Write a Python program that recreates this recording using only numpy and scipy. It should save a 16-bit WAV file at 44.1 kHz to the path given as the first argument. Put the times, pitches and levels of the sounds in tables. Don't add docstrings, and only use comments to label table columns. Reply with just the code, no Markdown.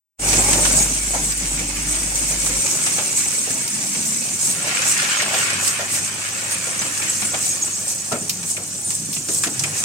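import sys
import numpy as np
from scipy import signal
from scipy.fft import rfft, irfft, next_fast_len
from scipy.io import wavfile
from scipy.ndimage import uniform_filter1d, map_coordinates

SR = 44100
rng = np.random.default_rng(int(sys.argv[2]) if len(sys.argv) > 2 else 0)


def generate_wav(sig):
    pcm = np.round(np.clip(np.atleast_2d(sig).T, -1, 1) * 32767).astype(np.int16)
    wavfile.write(sys.argv[1], SR, pcm)


N = 433944
MAINS_HZ = 50

# (frequency [Hz], left-right likeness [-1..1])
HALL_LIKENESS = [(100, 0.91), (350, 0.95), (700, 0.69), (1100, 0.39), (1500, -0.35), (2000, -0.28),
                 (2600, 0.36), (3600, -0.16), (4500, -0.053), (5700, -0.025), (7800, 0.47), (10000, 0.13),
                 (15000, 0.29)]
# (frequency [Hz], left minus right [dB])
PORT_COLOUR = [(300, 0), (800, 1.5), (2500, 0.3), (4400, -0.5), (5200, -2.5), (6000, -1), (7000, -1.7),
               (8400, 0.2), (9300, 2.5), (13000, 1)]
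# (middle [s], length [s], change [dB])
MIX_DIPS = [(1.35, 0.066, -3.5), (3.688, 0.07, -3)]

# (time [s], level [dB])
MASTER_FADER = [(0.17, -68), (0.185, -34), (0.197, -3.5), (0.23, 2), (0.3, 7), (0.82, 7.5), (0.97, 2.5)]
RUMBLE_FADER = [(0.3, -35.5), (1.2, -38), (3.2, -39.5), (4.2, -42), (4.7, -39.5), (5.2, -42.5),
                (6.6, -43.5), (7.4, -42), (7.9, -43.5), (9.1, -43), (9.84, -42.5)]
RATTLE_FADER = [(0.45, -35), (0.85, -38.5), (1.0, -46), (1.8, -42), (2.9, -40), (3.3, -45), (4.4, -45.5),
                (4.7, -39), (5.0, -46), (5.25, -36), (5.55, -40.5), (6.1, -43.5), (7.4, -44.5),
                (8.0, -47.5), (9.2, -50.5), (9.84, -40)]
HUM_FADER = [(0.3, -37), (1.2, -35.5), (2.59, -37.5), (2.62, -56), (5, -68), (9.84, -71)]
BUZZ_FADER = [(0.3, -41), (1.0, -52), (2.6, -51), (3.8, -59), (5.1, -59), (5.4, -48), (8.0, -52),
              (9.84, -49.5)]
CHATTER_FADER = [(0.3, -34.5), (1.0, -38), (1.5, -36), (2.4, -36), (2.9, -35), (4.0, -39), (4.4, -40),
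                 (4.57, -35.5), (4.65, -29.5), (4.77, -25.5), (4.86, -28), (4.96, -28.5), (5.0, -24.5),
                 (5.12, -23.5), (5.25, -28), (5.37, -27.5), (5.47, -25.5), (5.6, -29.5), (5.95, -34),
                 (7.1, -34.5), (7.4, -37.5), (7.9, -42.5), (8.8, -48), (9.4, -45), (9.55, -40.5),
                 (9.84, -37.5)]
SIZZLE_FADER = [(0.3, -24.5), (1.2, -25.8), (1.75, -28), (2.65, -23), (3.35, -24), (3.8, -26.5), (4.0, -24),
                (4.3, -26), (4.7, -26.5), (5.1, -24.5), (5.25, -28), (6.2, -29.5), (6.85, -27.5),
                (7.1, -25), (7.35, -25.3), (7.75, -26.5), (8.2, -30), (9.2, -30), (9.84, -28)]
HEAP_SIDE_FADER = [(2, 1.5), (4.4, 0), (6.5, -3.5)]

# (frequency [Hz], level [dB])
FRAME_EQ = [(25, -42), (70, -14), (105, -1), (160, 1.5), (220, -0.5), (320, -4.5), (430, -11.5),
            (800, -23.5), (2000, -65)]
PANEL_EQ = [(200, -20), (380, -3), (450, -4.5), (540, 1), (680, -1.5), (810, 0.5), (950, -3.5), (1400, -9),
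            (3000, -23.5)]
CLICK_EQ = [(2500, -24), (5000, -2.5), (6700, 0), (8500, -0.5), (10500, -8), (16000, -32)]
CLANK_EQ = [(400, -13), (900, -0.5), (1600, 1), (2000, 1.5), (2450, 3), (3500, 3), (5500, -5), (12000, -26)]
SNAP_EQ = [(1800, -26), (2300, -1), (3400, 1), (4700, 7), (5700, 8), (8500, -7), (11000, -7), (13000, -3),
           (16000, -3)]
HOUSING_EQ = [(100, -23), (300, -7.5), (480, -3), (620, 1.5), (740, -1), (860, -7), (1350, -9.5),
              (2100, -7), (4000, -26)]
BED_EQ = [(50, -35), (110, -2.5), (200, 3.5), (420, -5.5), (900, -35)]
TRACK_EQ = [(500, -38), (900, -9.5), (1400, -1.5), (1900, -0.5), (2250, 4.5), (2650, 0), (3050, -1.5),
            (3800, -5), (5500, -2.5), (9000, -28), (16000, -51)]
RAIL_EQ = [(500, -26), (900, -12.5), (1080, -3), (1230, -1.5), (1400, -0.3), (1800, 2), (2100, -1),
           (2400, 2), (2900, -0.8), (3300, -3), (3800, -6), (5500, -4.5), (9000, -15.5), (16000, -48)]
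WALL_EQ = [(2000, -27.5), (3500, -10.5), (5000, -6), (6000, 2.5), (6800, 0.5), (8000, -6), (10000, -31),
           (16000, -30)]
FIZZ_EQ = [(7000, -19), (9800, -1.5), (11500, -5), (16000, -15)]
HEAP_EQ = [(4000, -35.5), (6000, -15), (7000, -5.5), (7700, -2), (8500, 0), (9100, -6.5), (10000, -13),
           (11500, -23), (13000, -26), (14000, -24), (16000, -28)]

# (frequency [Hz], width [Hz], boost [dB])
HOUSING_RINGS = [(525, 35, 4), (980, 40, 4), (1370, 90, 8)]
RAIL_RINGS = [(1400, 30, 5), (1520, 30, 4), (1720, 17, 4.5), (1877, 20, 7)]

# (multiple of the mains, level at the bowl [dB], level at the machine [dB])
HUM_OVERTONES = [(3, -50.5, -59), (4, -58, -59), (5, -50, -71), (6, -50, -70)]
# (time [s], length [s], pitch [Hz], level [dB])
FRAME_DRONES = [(1.4, 0.6, 295, -46), (2.47, 0.13, 512, -45), (3.7, 0.56, 208.2, -40.5),
                (8.3, 0.18, 175, -39.5), (9.55, .22, 135, -38.5)]
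SLIDE_SQUEAKS = [(0.764, 0.08, 6700, -30), (5.172, 0.03, 6530, -28), (6.507, 0.048, 8930, -27),
                 (7.499, 0.04, 6600, -27.5), (7.6225, 0.017, 6620, -20), (7.65, 0.07, 6635, -39.5),
                 (7.728, 0.027, 6640, -27), (8.844, 0.05, 8995, -26.5)]

TURN_STARTS = [-1.189, 1.144, 3.5, 5.5, 8.118]
# (middle within the turn [s], length [s], rise [dB])
CAM_LOADS = [(0.08, 0.25, 4), (0.31, 0.099, 3.5), (0.49, 0.16, 3.5), (0.66, 0.088, 2.5), (0.9, 0.1, 1.5),
             (1.08, 0.12, 4.5), (1.32, 0.14, 4.5), (1.58, 0.1, 2), (1.8, 0.28, 3)]
# (time in the turn [s], click [dB], clank [dB], ring pitch [Hz], ring boost [dB], clank t60 [s])
STOP_HITS = [(0.002, -14.5, -28.5, 1650, 11, 0.1), (0.176, -13, -35, 2290, 10, 0.08),
             (0.31, -22, -33, 2440, 6, 0.066), (0.448, -25, -29.5, 2280, 11, 0.08),
             (0.786, -17, -34, 2290, 5, 0.07), (1.046, -25, -30, 2560, 8, 0.063),
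             (1.167, -17, -34.5, 1420, 10, 0.073), (1.317, -12, -24, 1640, 12, 0.12),
             (1.352, -19, -33, 2470, 1, 0.08), (1.475, -11, -40, 2290, 5, 0.06),
             (1.518, -13.5, -24, 2440, 13, 0.072), (1.719, -13.5, -25, 1720, 4, 0.11),
             (1.84, -19, -23.5, 1360, 5, 0.1)]
# (time in the turn [s], level [dB], t60 [s])
SNAP_HITS = [(0.176, -11.5, 0.066), (1.011, -15, 0.027), (1.021, -16, 0.025)]
# (time in the turn [s], level [dB], ring pitch [Hz], t60 [s])
HOUSING_HITS = [(0.455, -31.5, 463, 0.18), (1.167, -29, 416, 0.18), (1.349, -28.5, 850, 0.16),
                (1.52, -29.5, 350, 0.15), (1.719, -30, 760, 0.14), (1.833, -24, 770, 0.19)]
# (time in the turn [s], level [dB], boom pitch [Hz])
BED_HITS = [(0.007, -20.5, 420), (0.086, -23, 206), (0.88, -26, 157), (0.965, -28.5, 148),
            (1.171, -28, 332), (1.345, -24, 291), (1.502, -26, 134), (1.725, -27, 210)]
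# (time [s], stops [dB], snaps [dB], housing [dB], bed [dB])
HIT_FADERS = [(0.6, -1.5, -10, -9, -14), (1.15, -5, -10, -1, -18), (1.6, 0.5, -9, -2, -17),
              (1.9, -6, -5, 2, -16), (2.4, -7, -5, -4, -16), (2.87, 0, -4, -1, -18),
              (3.0, -2.5, -6, -1, -16), (3.5, -4.5, -5, -10, -18), (3.9, 1, -8, -6, -17),
              (4.6, -4, 0, 2, -14), (5.25, 0, -4, 3, -13), (5.9, -2, -6, -2, -14), (6.8, -3, 0, 0, -8),
              (7.15, -3.5, -2, 0.5, -4), (7.6, -1, -1, -0.5, -10), (8.1, 1.5, -0.5, 5, 2),
              (8.6, 0.5, 0, 3, 1), (9.6, 2.5, 1, 1, 2)]
# (time [s], level [dB], lower ring [Hz], upper ring [Hz])
PRESS_HITS = [(1.134, -23, 780, 980), (3.47, -32.5, 480, 760), (5.789, -25.5, 710, 1220),
              (8.114, -20.5, 633, 1290)]

RASP_MODES = [2260, 2387, 2570, 2805]
# (time [s], level [dB], pitch [Hz])
LOUD_CLINKS = [(0.2844, -29, 7600), (0.4465, -22, 7300), (0.6296, -25, 7800), (0.7244, -22, 7000),
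               (1.245, -24, 8000), (2.1556, -20, 6100), (2.4604, -20, 8000), (6.7921, -16, 6100),
               (7.0979, -17, 7700), (7.251, -22, 7400)]
CYLINDER_RATIOS = [1, 1.12, 1.27]
# (middle [s], length [s], rise [dB])
HEAP_SURGES = [(0.64, 0.05, 1.5), (0.79, 0.06, 1), (1.26, 0.16, 2), (1.9, 0.09, 3.5), (2.02, 0.09, 2),
               (2.17, 0.1, 2.5), (2.31, 0.11, 3), (2.46, 0.08, 2.5), (2.71, 0.07, 3), (3.18, 0.09, 2.5),
               (4.46, 0.19, 6.5), (4.89, 0.17, 7), (5.39, 0.22, 5.5), (5.67, 0.2, 8.5), (5.95, 0.15, 9),
               (6.06, 0.12, 3), (6.52, 0.12, 3.5), (7.23, 0.17, 0.5), (7.46, 0.15, 4), (7.905, 0.13, 6),
               (8.5, 0.12, 6.5), (8.94, 0.24, 5), (9.15, 0.14, 3.5), (9.35, 0.24, 7.5), (9.45, 0.091, 6),
               (9.79, 0.13, 4.5)]


def amp(db):
    return 10 ** (np.asarray(db) / 20)


def unit(x):
    return x / np.sqrt(np.mean(x ** 2) + 1e-20)


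def noise(n=N):
    return rng.standard_normal((2, n))


def along(points, hz):
    freqs, values = np.transpose(points)
    return np.interp(np.log(hz + 1), np.log(freqs + 1), values)


def curves(rows):
    times, *columns = np.transpose(rows)
    return [np.interp(np.arange(N) / SR, times, column) for column in columns]


def swells(rows):
    t = np.arange(0, N / SR, .005)
    level_db = sum(db * np.cos(np.pi * np.clip((t - s) / length, -.5, .5)) ** 2 for s, length, db in rows)
    return np.interp(np.arange(N) / SR, t, level_db)


def wobble(rate):
    knots = rng.standard_normal(int(N * rate / SR) + 4)
    return map_coordinates(knots, [np.arange(N) * rate / SR])


def nearness():
    return curves([(4.0, 0.13), (4.8, 0.87)])[0]


def every_turn(rows):
    return [(start + s, *rest) for start in TURN_STARTS for s, *rest in rows if 0 < start + s < N / SR]


def add(track, s, sound):
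    part = track[:, max(round(s * SR), 0):][:, :sound.shape[1]]
    part += sound[:, :part.shape[1]]


def filtered(x, response):
    n = x.shape[-1]
    padded = next_fast_len(n + SR // 8)
    return irfft(rfft(x, padded) * response(np.fft.rfftfreq(padded, 1 / SR)), padded)[..., :n]


def resonate(x, rings):
    def response(hz):
        peaks = [1 + (amp(db) - 1) / (1 + 2j * (hz - centre) / width) for centre, width, db in rings]
        return np.prod(peaks, axis=0)
    return filtered(x, response)


def coloured(pair, eq):
    def response(hz):
        angle = np.arccos(np.clip(along(HALL_LIKENESS, hz), -1, 1)) / 2
        return amp(along(eq, hz)) * np.array([np.cos(angle), np.sin(angle)])
    mid, side = filtered(pair, response)
    return unit(np.array([mid + side, mid - side]))


def with_width(pair, side_db):
    mid = (pair[0] + pair[1]) / 2
    side = (pair[0] - pair[1]) / 2 * amp(side_db)
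    return unit(np.array([mid + side, mid - side]))


def jostled(pair, depth_db, window, frames):
    spectra = signal.stft(pair, nperseg=window)[2]
    flicker = uniform_filter1d(rng.standard_normal(spectra.shape[1:]), 2, axis=0)
    flicker = uniform_filter1d(flicker, frames, axis=1)
    gain = amp(depth_db * np.clip(unit(flicker), -2, 2))
    return unit(signal.istft(spectra * gain, nperseg=window)[1][:, :N])


def collisions(rate, spread_db, t60, throb, blur_db, bodies=8):
    density = 1 + throb * np.cos(4 * np.pi * MAINS_HZ * np.arange(N) / SR)
    sizes = amp(spread_db * np.clip(rng.standard_normal(N), -2, 2)) * rng.choice([-1, 1], N)
    hits = sizes * (rng.random(N) < rate * density / SR)
    struck = rng.integers(bodies, size=N)
    t = np.arange(SR // 20) / SR
    ticks = np.zeros((2, N))
    for body in range(bodies):
        ring = noise(len(t)) * amp(-60 * t / t60)
        ticks += signal.oaconvolve((hits * (struck == body))[None], ring, axes=1)[:, :N]
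    return unit(ticks) + amp(blur_db) * noise()


def blow(eq, t60, attack, hall_db, rings=()):
    t = np.arange(SR // 2) / SR
    decay = amp(-60 * t / t60) + amp(hall_db - 60 * t / 0.47)
    modes = resonate(noise(len(t)), rings)
    return coloured(modes, eq) * decay * (1 - np.exp(-t / attack))


def frame_rumble():
    rumble = collisions(rate=300, spread_db=1, t60=0.059, throb=0.3, blur_db=-0.5)
    level_db = curves(RUMBLE_FADER)[0] + swells(every_turn(CAM_LOADS)) - 2 + 1.4 * wobble(20)
    return amp(level_db) * coloured(rumble, FRAME_EQ)


def panel_rattle():
    rattle = collisions(rate=120, spread_db=3, t60=0.059, throb=0.4, blur_db=-2)
    rattle = jostled(rattle, depth_db=3.2, window=2048, frames=3)
    return amp(curves(RATTLE_FADER)[0] + 0.83 * wobble(18)) * coloured(rattle, PANEL_EQ)


def magnet_hum():
    phase = 2 * np.pi * MAINS_HZ * np.arange(N) / SR
    hum = amp(curves(HUM_FADER)[0] + 0.79 * wobble(12.6)) * np.sin(phase)
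    hum += amp(curves(BUZZ_FADER)[0] + 1.6 * wobble(11)) * np.cos(2 * phase)
    for multiple, bowl_db, machine_db in HUM_OVERTONES:
        level_db = bowl_db + nearness() * (machine_db - bowl_db) + 1.9 * wobble(5.4)
        hum += amp(level_db) * np.sin(multiple * phase + 2 * np.pi * rng.random())
    return np.sqrt(2) * hum


def singing_steel(notes, waver_hz, waver_rate, flutter_db=1):
    out = np.zeros((2, N))
    for s, length, hz, db in notes:
        n = int(length * SR)
        envelope = signal.windows.tukey(n, .18) * amp(db + flutter_db * wobble(waver_rate / 2)[:n])
        phase = 2 * np.pi * np.cumsum(hz + waver_hz * wobble(waver_rate)[:n]) / SR
        add(out, s, np.sqrt(2) * envelope * np.sin(phase)[None])
    return out


def cam_hits():
    stops, snaps, housing, bed = np.zeros((4, 2, N))
    for s, click_db, clank_db, hz, ring_db, t60 in every_turn(STOP_HITS):
        click = blow(CLICK_EQ, t60=0.059, attack=0.0009, hall_db=-30)
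        clank = blow(CLANK_EQ, t60, attack=0.0017, hall_db=-26, rings=[(hz, 380, ring_db)])
        add(stops, s, amp(click_db - 6.5) * click + amp(clank_db + 2) * clank)
    for s, db, t60 in every_turn(SNAP_HITS):
        snap = blow(SNAP_EQ, t60, attack=0.001, hall_db=-22, rings=[(12400, 900, 8.2)])
        add(snaps, s, amp(db - 5) * snap)
    for s, db, hz, t60 in every_turn(HOUSING_HITS):
        knock = blow(HOUSING_EQ, t60, attack=0.0035, hall_db=-28, rings=[(hz, 80, 7.5), *HOUSING_RINGS])
        add(housing, s, amp(db - 3.5) * knock)
    for s, db, hz in every_turn(BED_HITS):
        boom = blow(BED_EQ, t60=0.31, attack=0.0032, hall_db=-24, rings=[(hz, 25, 14)])
        add(bed, s, amp(db - 7.5) * boom)
    stops_db, snaps_db, housing_db, bed_db = curves(HIT_FADERS)
    return amp(stops_db) * stops + amp(snaps_db) * snaps + amp(housing_db) * housing + amp(bed_db) * bed


def press(seat_delay_s=0.022, seat_loss_db=7):
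    out = np.zeros((2, N))
    for s, db, low_hz, high_hz in PRESS_HITS:
        rings = [(low_hz, 130, 9), (high_hz, 100, 9), *HOUSING_RINGS]
        landing = blow(HOUSING_EQ, t60=0.19, attack=0.0048, hall_db=-27, rings=rings)
        seating = blow(HOUSING_EQ, t60=0.21, attack=0.0035, hall_db=-25, rings=rings)
        add(out, s, amp(db) * landing)
        add(out, s + seat_delay_s, amp(db - seat_loss_db) * seating)
    return out


def rasp(width_hz=240, swing_db=5):
    friction = noise()
    bands = np.zeros((2, N))
    for centre in RASP_MODES:
        band = filtered(friction, lambda hz: 1 / (1 + 2j * (hz - centre) / width_hz) ** 2)
        bands += amp(swing_db * wobble(22)) * band
    return coloured(bands, RAIL_EQ)


def rail_chatter(rasp_db=-13.5):
    contacts = collisions(rate=700, spread_db=1.5, t60=0.033, throb=0.6, blur_db=-0.5)
    contacts = jostled(contacts, depth_db=2.8, window=1024, frames=4)
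    track = coloured(contacts, TRACK_EQ)
    rail = coloured(resonate(contacts, RAIL_RINGS), RAIL_EQ)
    near = nearness()
    level_db = curves(CHATTER_FADER)[0] + 1.18 + 0.91 * wobble(25)
    return amp(level_db) * ((1 - near) * track + near * rail + amp(rasp_db) * rasp())


def clink(hz, ring_t60=0.051, tick_t60=0.011, attack=0.00033):
    t = np.arange(SR // 12) / SR
    modes = hz * np.array(CYLINDER_RATIOS)[:, None]
    phase = 2 * np.pi * rng.random((2, len(modes), 1))
    gains = amp(rng.normal(0, 2.6, (len(modes), 1))) * (hz / modes) ** 2
    ring = (gains * np.sin(2 * np.pi * modes * t + phase)).sum(axis=1)
    tick = coloured(noise(len(t)), CLICK_EQ) * amp(-60 * t / tick_t60)
    return (ring * amp(-60 * t / ring_t60) + 0.56 * tick) * (1 - np.exp(-t / attack))


def tumbling_parts(count=170, range_db=13, centre_hz=7060, octaves=0.44, bounce_s=0.02):
    out = np.zeros((2, N))
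    position, softness, pitch = rng.random((count, 3)).T
    times = position * N / SR
    levels_db = np.interp(times, *np.transpose(SIZZLE_FADER)) - 0.5 - range_db * softness
    pitches_hz = centre_hz * 2 ** (octaves * (pitch - .5))
    for s, db, hz in [*LOUD_CLINKS, *zip(times, levels_db, pitches_hz)]:
        add(out, s, amp(db) * clink(hz))
        add(out, s + bounce_s * (.5 + rng.random()), amp(db - 6.5) * clink(hz))
    return out


def bowl_sizzle():
    sizzle_db = curves(SIZZLE_FADER)[0] + 0.5 * wobble(15)
    surge_db = swells(HEAP_SURGES)
    heap = collisions(rate=600, spread_db=0.5, t60=0.013, throb=0.1, blur_db=2.5)
    heap = jostled(heap, depth_db=3.8, window=256, frames=7)
    heap = jostled(heap, depth_db=2.6, window=2048, frames=3)
    heap = coloured(resonate(heap, [(13550, 270, 5.4)]), HEAP_EQ)
    heap = with_width(heap, curves(HEAP_SIDE_FADER)[0])
    heap *= amp(sizzle_db + surge_db - 1.03 + 0.63 * wobble(55))
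    wall = collisions(rate=350, spread_db=1.5, t60=0.016, throb=0.11, blur_db=1.5)
    wall = jostled(wall, depth_db=2.8, window=512, frames=5)
    wall = coloured(resonate(wall, [(6647, 50, 6.1)]), WALL_EQ)
    fizz = coloured(jostled(noise(), depth_db=4, window=512, frames=5), FIZZ_EQ)
    fizz_db = sizzle_db + 1.83 * surge_db - 18.5
    wall_db = sizzle_db + 0.93 * surge_db - 5.5 + 0.63 * wobble(20)
    return heap + amp(fizz_db) * fizz + amp(wall_db) * wall


def scene():
    squeaks = singing_steel(SLIDE_SQUEAKS, waver_hz=44.8, waver_rate=300, flutter_db=-1)
    drones = singing_steel(FRAME_DRONES, waver_hz=16.4, waver_rate=70)
    parts = bowl_sizzle() + tumbling_parts() + rail_chatter()
    background = frame_rumble() + panel_rattle() + magnet_hum() + drones
    return background + squeaks + cam_hits() + press() + parts


def record(dry):
    cutoff_hz = 15850
    gain = amp(curves(MASTER_FADER)[0] + swells(MIX_DIPS))
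    left_right = np.array([[.5], [-.5]])
    return filtered(dry * gain, lambda hz: amp(along(PORT_COLOUR, hz) * left_right) * (hz < cutoff_hz))


dry = scene()
out = record(dry)
generate_wav(out)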